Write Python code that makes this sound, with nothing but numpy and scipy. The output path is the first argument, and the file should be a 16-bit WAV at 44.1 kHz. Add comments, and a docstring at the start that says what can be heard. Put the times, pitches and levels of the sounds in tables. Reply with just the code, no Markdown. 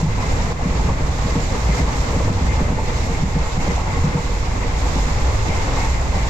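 """Inside a passenger coach running at speed with its windows open: the body booms in shaped low noise and drones in low tones.
Shaped noise gives the wheels' roar, rasp, chuff and rough ring; decaying sines give thuds, clanks and pings.
Random taps on decaying sines make loose parts rattle and clatter; bright noise hisses past the barred window, mostly on the right.
A limiter holds the peaks down, and now and then the level dips briefly."""
import sys
import numpy as np
from scipy import signal
from scipy.fft import rfft, irfft, next_fast_len
from scipy.io import wavfile
from scipy.ndimage import uniform_filter1d, minimum_filter1d

SR = 44100
rng = np.random.default_rng(int(sys.argv[2]) if len(sys.argv) > 2 else 0)


def to_wav(sig):
    """Store sig (one row per channel, or 1-D mono) as 16-bit WAV at the path in sys.argv[1].

    Samples outside -1..1 are clipped; the rate is SR.
    """
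    pcm = np.clip(np.atleast_2d(sig), -1, 1) * 32767
    pcm = np.round(pcm).astype(np.int16)
    wavfile.write(sys.argv[1], SR, pcm.T)  # frames by channels


N = 277389  # length in samples

# Wheels rolling on the rail, before each layer's own offset: time_s, level_db
ROAR = [(0, -31), (0.14, -30.5), (0.22, -26), (0.6, -28.5), (0.9, -28), (1.15, -29.5), (1.75, -26),
        (2.25, -28.5), (2.45, -28.5), (3.5, -28.5), (3.7, -26), (4.45, -29.5), (4.8, -26.5), (5.8, -25.5),
        (6.0, -27.5), (6.29, -27.5)]
# Tone colour of the roar: frequency_hz, level_db (per hertz)
ROAR_COLOUR = [(150, -43), (300, -1), (400, -1.5), (580, 1), (690, -1.5), (830, 0), (1050, 0), (1400, -6),
               (1800, -8.5), (2300, -14), (2900, -17), (4500, -23.5), (8000, -55), (10000, -70)]
# Resonances of wheels and rail: pitch_hz, width_hz, height_db
WHEEL_MODES = [(470.5, 3.7, 4.5), (489.5, 16, 5), (782.6, 120, 0.5), (878, 16, 2.5), (1084, 22, 0)]
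# Balance of the wheels and coach body: frequency_hz, left_minus_right_db
WHEEL_SIDE = [(30, -1.5), (200, -0.5), (380, -1.5), (520, .5), (1300, 0.5), (1800, 3.5), (2300, 2.5),
              (3000, 0)]
# Axles drop at joints or dents, often in pairs, before offset and scatter:
# time_s, level_db, hardness (dB per octave)
THUDS = [(0.018, -6, -7), (0.043, -13.5, 0.5), (.19, -18.5, 4), (0.648, -11, 0.5), (0.69, -22, -1),
         (0.874, -13.5, 0.5), (0.995, -18, 6.5), (1.247, -12, -5), (1.354, -7.5, 2), (1.682, -13.5, -6),
         (1.79, -10.5, 3.5), (2.16, -11, 1), (2.249, -16, 1), (2.291, -10.5, -4), (2.405, -14.5, 1),
         (2.603, -9, 1.5), (2.691, -16, 0), (2.72, -14.5, 6), (3.093, -14, -5), (3.19, -17.5, -16),
         (3.223, -8, -4.5), (3.27, -15.5, -6), (3.352, -10, -0.5), (3.566, -9.5, -7), (3.675, -10, 3),
         (4.033, -6, -8.5), (4.066, -14, 2), (4.145, -5.5, -2.5), (4.955, -12, 1), (5.064, -13, -2.5),
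         (5.479, -14.5, -1), (6.147, -12, -10)]
LEFT_RIGHT = np.array([[1], [-1]])


def from_db(db):
    """Turn decibels into gain."""
    return 10 ** (np.asarray(db) / 20)


def rms_one(x):
    """Scale to unit power."""
    return x / np.sqrt(np.mean(x ** 2) + 1e-20)


def in_time(rows):
    """Join the points of each column with straight lines, sample by sample."""
    times, *columns = np.transpose(rows)
    return [np.interp(np.arange(N) / SR, times, column) for column in columns]


def at_hz(points, hz):
    """Read a spectrum on a log-frequency axis."""
    point_hz, point_db = np.array(points)[:, 0], np.array(points)[:, 1]
    return np.interp(np.log(hz + 1e-9), np.log(point_hz), point_db)


def swell(at, rise_s, fall_s):
    """A straight rise to 1 at the given time, and a straight fall back to 0."""
    return np.interp(np.arange(N) / SR, [at - rise_s, at, at + fall_s], [0, 1, 0])


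def drift(rate):
    """Slow random wander with spread 1: noise smoothed by two equal poles at the given rate in Hz."""
    step = 40  # one slow value per 40 samples
    warm_up = 2000
    r = np.exp(-2 * np.pi * rate * step / SR)
    noise = rng.standard_normal(N // step + warm_up + 2)
    slow = signal.lfilter([1], [1, -2 * r, r * r], noise)[warm_up:]
    return np.interp(np.arange(N) / step, np.arange(len(slow)), rms_one(slow))


def ring(clicks, hz, t60):
    """A unit click starts a sine of height 1 that loses 60 dB in t60 seconds."""
    r = np.exp(-np.log(1000) / (t60 * SR))
    w = 2 * np.pi * hz / SR
    return signal.lfilter([0, np.sin(w)], [1, -2 * r * np.cos(w), r * r], clicks + 1e-18)


def cabin_noise(colour, balance, modes=()):
    """Random forcing, coloured and lifted at its resonances, heard in two channels; rms 1."""
    # How alike left and right are: frequency_hz, correlation
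    likeness = [(60, 0.98), (160, 0.98), (260, 0.8), (390, 0.53), (480, 0.77), (640, 0.34), (860, 0.56),
                (1000, 0.11), (1600, -0.3), (2100, -0.1), (2600, 0.21), (3500, -0.2), (4800, 0.1),
                (8000, -0.0091)]
    size = next_fast_len(N)
    hz = np.arange(size // 2 + 1) * SR / size
    peaks_db = sum(db / (1 + (2 * (hz - f) / width) ** 2) for f, width, db in modes)
    level_db = at_hz(colour, hz) + peaks_db
    alike = np.clip(at_hz(likeness, hz), -1, 1)
    mid, side = rfft(rng.standard_normal((2, size)))
    pair = np.sqrt(1 + alike) * mid + np.sqrt(1 - alike) * side * LEFT_RIGHT
    side_db = LEFT_RIGHT * at_hz(balance, hz) / 2
    return rms_one(irfft(pair * from_db(level_db + side_db), size)[:, :N])


def steady(x, seconds):
    """Even out swells slower than the given time."""
    power = uniform_filter1d(np.mean(x ** 2, axis=0), max(int(seconds * SR), 2))
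    return x / np.sqrt(power + 1e-9)


def dips():
    """Gain of the whole sound, which falls quickly at each dip and recovers more slowly."""
    # Brief dips: time_s, depth_db
    dip_rows = [(0.029, 3), (0.535, 5.5), (1.83, 2), (2.73, 1.5), (3.25, 1), (3.825, 3)]
    return from_db(-sum(db * swell(s, rise_s=0.012, fall_s=0.12) for s, db in dip_rows))


def lulls():
    """Gain of the bass, which mostly drops away for a moment between surges."""
    # Lulls (a negative depth is a rise): time_s, depth_db
    lull_rows = [(.24, 5), (.45, 1), (.67, 3), (.99, 11), (1.15, 6), (1.58, 6), (2.07, 4), (3.28, -2),
                 (3.5, 8), (4.18, 7), (4.6, 3), (5.66, 5)]
    return from_db(-sum(db * swell(s, rise_s=0.04, fall_s=0.04) for s, db in lull_rows))


def window(level_db=1.0, fine_db=0.96, whistle_db=-18, waver_db=4, flutter_db=1.0, split_hz=6000):
    """Turbulent air along the window bars flutters, larger and finer eddies apart; a thin whistle flares."""
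    # Air rushing past, before offsets: time_s, level_db
    air_rows = [(0, -36.5), (0.12, -39), (0.33, -35), (0.58, -39), (0.84, -36), (0.95, -39.5),
                (1.08, -37.5), (1.24, -36), (1.68, -35), (1.78, -32.5), (1.9, -35.5), (2.15, -35.5),
                (2.32, -37.5), (2.46, -36), (2.74, -39.5), (2.84, -36.5), (3.02, -35.5), (3.35, -38.5),
                (3.6, -36), (3.76, -36), (4.12, -38), (4.31, -36.5), (4.55, -38.5), (4.95, -34), (5.2, -35),
                (5.7, -35), (5.8, -32.5), (6.0, -37), (6.29, -35)]
    # Tone colour of the hiss: frequency_hz, level_db (per hertz)
    hiss_colour = [(1200, -7), (2300, -3.5), (3000, -3), (3700, 2.5), (4500, 0.5), (6400, 0.5), (7300, 3),
                   (8000, -5), (8800, -19), (9600, -24.5), (11500, -20.5), (13000, -17.5), (13700, -22),
                   (14300, -29)]
    # Whistle of the air on the bars: frequency_hz, level_db (per hertz)
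    whistle_colour = [(6000, -48), (6900, 7), (7100, -31), (7280, 16), (7500, -23), (8400, -50),
                      (12500, -45), (12950, -17), (13400, -45)]
    # Balance of the window: frequency_hz, left_minus_right_db
    window_side = [(2500, -14.5), (3700, -5.5), (5000, -9.5), (6600, -10), (7400, -6), (8300, 2.5),
                   (9600, -23), (10800, -11), (12200, -3.5), (14000, -2)]
    # The whistle flares: time_s, rise_db
    whistle_rows = [(1.215, 12), (1.44, 13), (3.46, 13)]
    # Gusts brighten the hiss: time_s, rise_db, length_s
    gust_rows = [(1.35, 0.5, .4), (1.98, 2, .1), (2.124, 2, 0.1), (5.79, 1, 0.14)]

    hiss_db, = in_time(air_rows)
    flare_db = sum(db * swell(s, rise_s=0.053, fall_s=0.13) for s, db in whistle_rows)
    gust_db = sum(db * swell(s, length / 2, length / 2) for s, db, length in gust_rows)

    air = cabin_noise(hiss_colour, window_side)
    larger = signal.sosfiltfilt(signal.butter(4, split_hz, fs=SR, output="sos"), air)
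    finer = air - larger
    larger_gain = from_db(hiss_db + level_db + flutter_db * drift(rate=18))
    finer_gain = from_db(hiss_db + fine_db + gust_db + flutter_db * drift(rate=18))

    waver = waver_db * np.tanh(drift(rate=36))
    whistle_gain = from_db(hiss_db + whistle_db + flare_db + waver)
    whistle = whistle_gain * cabin_noise(whistle_colour, window_side)
    return larger_gain * larger + finer_gain * finer + whistle


def loose_parts(taps_per_s, t60, range_hz, count=10):
    """Random taps set loose parts ringing, each with its own pitch and place; rms 1."""
    out = np.zeros((2, N))
    for hz in np.geomspace(*range_hz, count):
        hits = rng.random(N) < taps_per_s / count / SR
        taps = hits * rng.uniform(.4, 1, N) * rng.choice([-1, 1], N)
        # higher rings spread further between the channels
        angle = np.pi / 4 + rng.uniform(-1.7, 1) * hz / 900
        place = np.array([[np.cos(angle)], [np.sin(angle)]])
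        out += place * ring(taps, hz, t60)
    return rms_one(out)


def rattle(per_s=50, level_db=-39, t60=0.089, range_hz=(300, 1200)):
    """Loose shutters and fittings chatter at random, louder when the wheels roar louder."""
    roar_db, = in_time(ROAR)
    gain = from_db(level_db + roar_db - roar_db.mean())
    return gain * loose_parts(per_s, t60, range_hz, count=20)


def clatter(per_s=600, level_db=2, t60=0.055, rise_s=0.0071, fall_s=0.028, ring_on_s=0.063):
    """A jolt shakes heavy panels and light parts at once: a quick flurry of taps that rings on briefly."""
    # Clatters, before the offset: time_s, panels_db, light_parts_db
    clatter_rows = [(0.186, -48, -31.5), (0.236, -41, -37), (.885, -30, -30), (1.284, -30, -36),
                    (1.89, -44, -31), (2.133, -30, -39), (2.199, -29, -32), (2.277, -31, -40),
                    (2.783, -30, -37), (3.661, -32, -41), (3.769, -45, -32), (3.87, -37, -32),
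                    (5.289, -32, -43), (5.351, -39, -40), (5.508, -33, -32), (5.771, -38, -28),
                    (5.846, -36, -30)]
    panels_hz, light_parts_hz = (402, 634), (740, 1109)
    times, *group_dbs = np.transpose(clatter_rows)
    flurry = sum(swell(s, rise_s, fall_s) for s in times)
    out = 0
    for dbs, range_hz in zip(group_dbs, (panels_hz, light_parts_hz)):
        strength = sum(from_db(db) * swell(s, rise_s, ring_on_s) for s, db in zip(times, dbs))
        taps = loose_parts(per_s * flurry, t60, range_hz)
        out = out + strength * steady(taps, seconds=0.017)
    return from_db(level_db) * out


def pings(per_s=6, level_db=-40, t60=0.2):
    """Pits in the rail tap the wheels, whose modes ring out in short metallic fragments."""
    out = 0
    for hz, _, db in WHEEL_MODES:
        taps = (rng.random(N) < per_s / SR) * rng.uniform(.3, 1, (2, N))
        out = out + from_db(db) * ring(taps, hz, t60)
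    return from_db(level_db) * rms_one(out)


def wheel_flat(level_db=-40.0, turns_per_s=10.08, first_s=0.0063, rise_s=0.023, fall_s=0.037,
               scatter_db=2, band_hz=(660, 980)):
    """A worn patch on one wheel chuffs once every turn: a band of noise swells and fades."""
    times = first_s + np.arange(N / SR * turns_per_s) / turns_per_s
    beats = sum(from_db(scatter_db * rng.normal()) * swell(s, rise_s, fall_s) for s in times)
    noise = cabin_noise(ROAR_COLOUR, WHEEL_SIDE, WHEEL_MODES)
    scuff = signal.sosfilt(signal.butter(2, band_hz, "band", fs=SR, output="sos"), noise)
    return from_db(level_db) * rms_one(beats * scuff)


def flanges(base_db=-38.5, roar_share=0.22, flutter_db=1.5, hoarse_share=0.76, sing_db=-45.5, width_hz=52):
    """The wheels rasp along with the roar; flanges leaning on the rail add rasp and, more so, a rough ring."""
    # Tone colour of the rasp: frequency_hz, level_db (per hertz)
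    flange_colour = [(900, -21), (1450, -35), (1700, -9), (1900, -5), (2090, -4), (2350, -7), (2700, -10),
                     (3300, -25), (6000, -60)]
    # Wheel resonances in this band: pitch_hz, width_hz, height_db
    flange_modes = [(2080, 90, 3), (2270, 50, 3)]
    # Flanges lean on the rail, before each layer's share: time_s, rise_db, length_s, pitch_hz
    rub_rows = [(0.216, 2.5, .1, 2060), (1.324, 3, 0.15, 2051), (1.716, 8, 0.099, 2094),
                (1.805, 7.5, .09, 2085), (2.079, 2.5, .14, 2055), (2.509, 6.5, .13, 2122),
                (2.882, 4, .1, 2040), (3.029, 2, .16, 2164), (3.61, 4, 0.084, 2142),
                (3.688, 6, 0.096, 2056), (3.93, 5, .1, 2060), (4.613, 4.5, 0.078, 2104),
                (5.56, 5.5, 0.25, 2110), (5.816, 7, 0.2, 2153), (5.947, 3, .08, 2043),
                (6.204, 5, .11, 2053)]

    roar_db, = in_time(ROAR)
    rub_db = sum(db * swell(s, length / 2, length / 2) for s, db, length, _ in rub_rows)
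    level_db = base_db + roar_share * (roar_db - roar_db.mean()) + hoarse_share * rub_db
    noise = cabin_noise(flange_colour, WHEEL_SIDE, flange_modes)
    rasp = from_db(level_db + flutter_db * drift(rate=19)) * noise

    # the ring is slow noise carried up to a pitch that glides from rub to rub
    hz, = in_time([(s, pitch) for s, _, _, pitch in rub_rows])
    turn = np.exp(2j * np.pi * np.cumsum(hz) / SR)
    sing = np.array([np.real((drift(width_hz) + 1j * drift(width_hz)) * turn) for _ in range(2)])
    sides = from_db(LEFT_RIGHT * at_hz(WHEEL_SIDE, hz.mean()) / 2)
    return rasp + from_db(sing_db + 1.56 * rub_db) * sides * steady(sing, seconds=0.066)


def knocks(t60=0.19, contact_s=0.0053):
    """Hard hits set a wheel clanking at a single pitch; a fast-fading ring is taken away to soften the start."""
    # Clanks, before softening: time_s, level_db, pitch_hz
    knock_rows = [(.17, -26, 993), (.785, -20.5, 894), (.885, -26, 512), (2.125, -20, 479),
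                  (2.27, -17, 487), (2.785, -22, 880), (3.095, -20.5, 464), (3.365, -27, 466),
                  (3.77, -24, 968), (3.865, -21, 878), (4.14, -17, 476), (4.635, -20, 475),
                  (4.955, -22, 872), (5.835, -22, 890)]
    out = 0
    for s, db, hz in knock_rows:
        blow = np.zeros(N)
        blow[int(s * SR)] = from_db(db)
        out = out + ring(blow, hz, t60) - ring(blow, hz, contact_s * np.log(1000))
    return out


def rolling(jolt_db=4.0, jolt_rise_s=0.012, jolt_fall_s=0.072):
    """Rough rail makes wheels roar and drums on the floor; both judder together, and the roar leaps at joints."""
    # Rail roughness felt through the floor, before offsets: time_s, level_db
    drum_rows = [(0, -32), (1.0, -31), (1.25, -34), (2.4, -32.5), (2.95, -32.5), (3.25, -31), (3.45, -39.5),
                 (3.6, -34.5), (4.85, -33.5), (5.15, -36.5), (6.29, -34.5)]
    # Tone colour of the drumming: frequency_hz, level_db (per hertz)
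    drum_colour = [(70, -10.5), (115, -1.5), (150, -2.5), (180, -6), (208, -10.5), (260, -8), (320, -19),
                   (450, -18), (1200, -79)]

    drum_db, = in_time(drum_rows)
    roar_db, = in_time(ROAR)
    judder = drift(rate=10)
    rough_db = roar_db - roar_db.mean()
    leap_db = jolt_db * sum(from_db(db) * swell(s, jolt_rise_s, jolt_fall_s) for s, db, _ in THUDS)

    drum_gain = from_db(drum_db + 6.0 + 0.61 * rough_db + 1.25 * judder)
    drum = drum_gain * steady(cabin_noise(drum_colour, WHEEL_SIDE), seconds=0.071)
    roar_gain = from_db(roar_db - 1.5 + leap_db + 1.1 * judder)
    roar = roar_gain * steady(cabin_noise(ROAR_COLOUR, WHEEL_SIDE, WHEEL_MODES), seconds=0.087)
    return drum + roar


def drones(waver_hz=1.05, waver_db=3.5):
    """The ride catches low body resonances: nearly pure tones build up and die away, wavering."""
    # Drones, before wavering: middle_s, pitch_hz, level_db (rms at the peak), length_s
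    drone_rows = [(0.83, 55.04, -20.5, 0.44), (1.65, 56.45, -23.5, 0.38), (1.834, 68.4, -12.5, 0.059),
                  (1.92, 48.7, -25.5, 1), (2.494, 52.6, -23.5, 0.43), (3.43, 52, -27, 0.1),
                  (3.98, 57, -25, 0.18), (4.99, 48.5, -22.5, 0.59), (5.289, 57, -22.5, 0.3),
                  (6.025, 56.85, -21.5, 0.37)]
    wander = waver_hz * drift(rate=2.9)
    out = 0
    for (s, hz, db, length), turn in zip(drone_rows, rng.random(len(drone_rows))):
        phase = 2 * np.pi * (turn + np.cumsum(hz + wander) / SR)
        strength = from_db(db) * np.sin(np.pi / 2 * swell(s, length / 2, length / 2))
        out = out + strength * np.sqrt(2) * np.sin(phase)
    return out * from_db(waver_db * drift(rate=8.6))


def body(level_db=2.23, surge_db=0.4):
    """The coach sways and booms in its lowest modes, in uneven surges, with brief rises and sinks."""
    # Body rumble, before offsets: time_s, level_db
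    rumble_rows = [(0, -24.5), (0.35, -21.5), (0.58, -23), (0.82, -23.5), (1.0, -18.5), (1.2, -21),
                   (1.55, -23.5), (1.8, -23.5), (1.95, -28), (2.15, -21.5), (2.55, -20.5), (2.8, -22.5),
                   (3.2, -23), (3.75, -21.5), (4.15, -24.5), (4.35, -22.5), (4.65, -22), (4.95, -22.5),
                   (5.3, -20), (5.55, -21.5), (6.29, -20.5)]
    # Tone colour of the rumble: frequency_hz, level_db (per hertz)
    rumble_colour = [(5, -2), (14, -2), (30, 1), (40, -8), (65, -4.5), (100, -9.5), (130, -21), (250, -38),
                     (600, -74)]
    # Resonances of the coach body: pitch_hz, width_hz, height_db
    body_modes = [(29, 6.8, 1.5), (48.6, 1.8, 12.5), (56.3, 4.3, 10), (70.9, 15, 7.5), (90.5, 4.9, 5),
                  (104.2, 5.7, 9.5)]
    # Brief changes of the rumble's level (a negative rise is a sink): time_s, rise_db
    change_rows = [(.09, 5.5), (.315, 3.5), (.38, 2), (1.825, 4), (2.01, 5), (2.14, -1), (2.28, 2),
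                   (2.57, -1), (3.385, 0.5), (3.58, 2), (3.99, 9), (4.351, 4), (5.91, 0)]

    rumble_db, = in_time(rumble_rows)
    change_db = sum(db * swell(s, rise_s=0.021, fall_s=0.053) for s, db in change_rows)
    boom = steady(cabin_noise(rumble_colour, WHEEL_SIDE, body_modes), seconds=0.0787)
    return from_db(rumble_db + level_db + change_db + surge_db * drift(rate=23.0)) * boom


def joints(level_db=-3.5, contact_s=0.03, scatter_db=1.53, grind_db=-37, spring_hz=330, pivot_hz=170):
    """Each axle drops with a blow and a short grind that ring the floor through springs; hard blows are brighter."""
    # Ringing of bogie and floor, before the springs soften it: pitch_hz, level_db, t60_s
    floor_modes = [(105, -10.5, 0.12), (150.4, -1.5, 0.16), (179.1, -3, 0.18), (207, -6, 0.12),
                   (262.8, -4.5, 0.12), (371, -13.5, 0.14), (473.2, -14, 0.29), (604, -18, 0.25)]
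    s, peak_db, hardness = np.transpose(THUDS)
    at = np.clip((s * SR).astype(int), 0, N - 1)
    out = np.zeros((2, N))
    for k, (hz, mode_db, t60) in enumerate(floor_modes):
        tilt_db = hardness * np.log2(hz / pivot_hz)
        blows = np.zeros(N)
        blows[at] = from_db(peak_db + mode_db + tilt_db + rng.normal(0, scatter_db, len(at)))
        contact = signal.lfilter([1], [1, -np.exp(-1 / (contact_s * SR))], blows + 1e-18)
        grind = from_db(grind_db) * contact * rng.standard_normal(N)
        # neighbouring modes push in opposite directions
        out += (-1) ** k * ring(blows + grind, hz, t60)
    springs = signal.butter(1, spring_hz, fs=SR, output="sos")
    return from_db(level_db) * signal.sosfilt(springs, out)


def scene():
    """Everything heard from the seat."""
    bass = lulls() * (body() + drones())
    wheels = rolling() + wheel_flat() + pings() + knocks() + flanges() + joints()
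    return dips() * (bass + wheels + rattle() + clatter() + window())


def record(dry):
    """A look-ahead limiter ducks everything under the peaks; then the top of the treble is cut."""
    ceiling, release_db_per_s, cutoff_hz = 0.42, 117, 14200
    over_db = 20 * np.log10(np.maximum(np.abs(dry).max(axis=0) / ceiling, 1))
    recovery_db = release_db_per_s * np.arange(N) / SR
    duck_db = recovery_db - np.maximum.accumulate(over_db + recovery_db)
    # start each duck ahead of its peak, then smooth it
    early_db = minimum_filter1d(duck_db, size=129)
    gain = from_db(uniform_filter1d(early_db, size=129))
    top_cut = signal.ellip(12, .1, 80, cutoff_hz, fs=SR, output="sos")
    return signal.sosfilt(top_cut, dry * gain)


dry = scene()
out = record(dry)
to_wav(out)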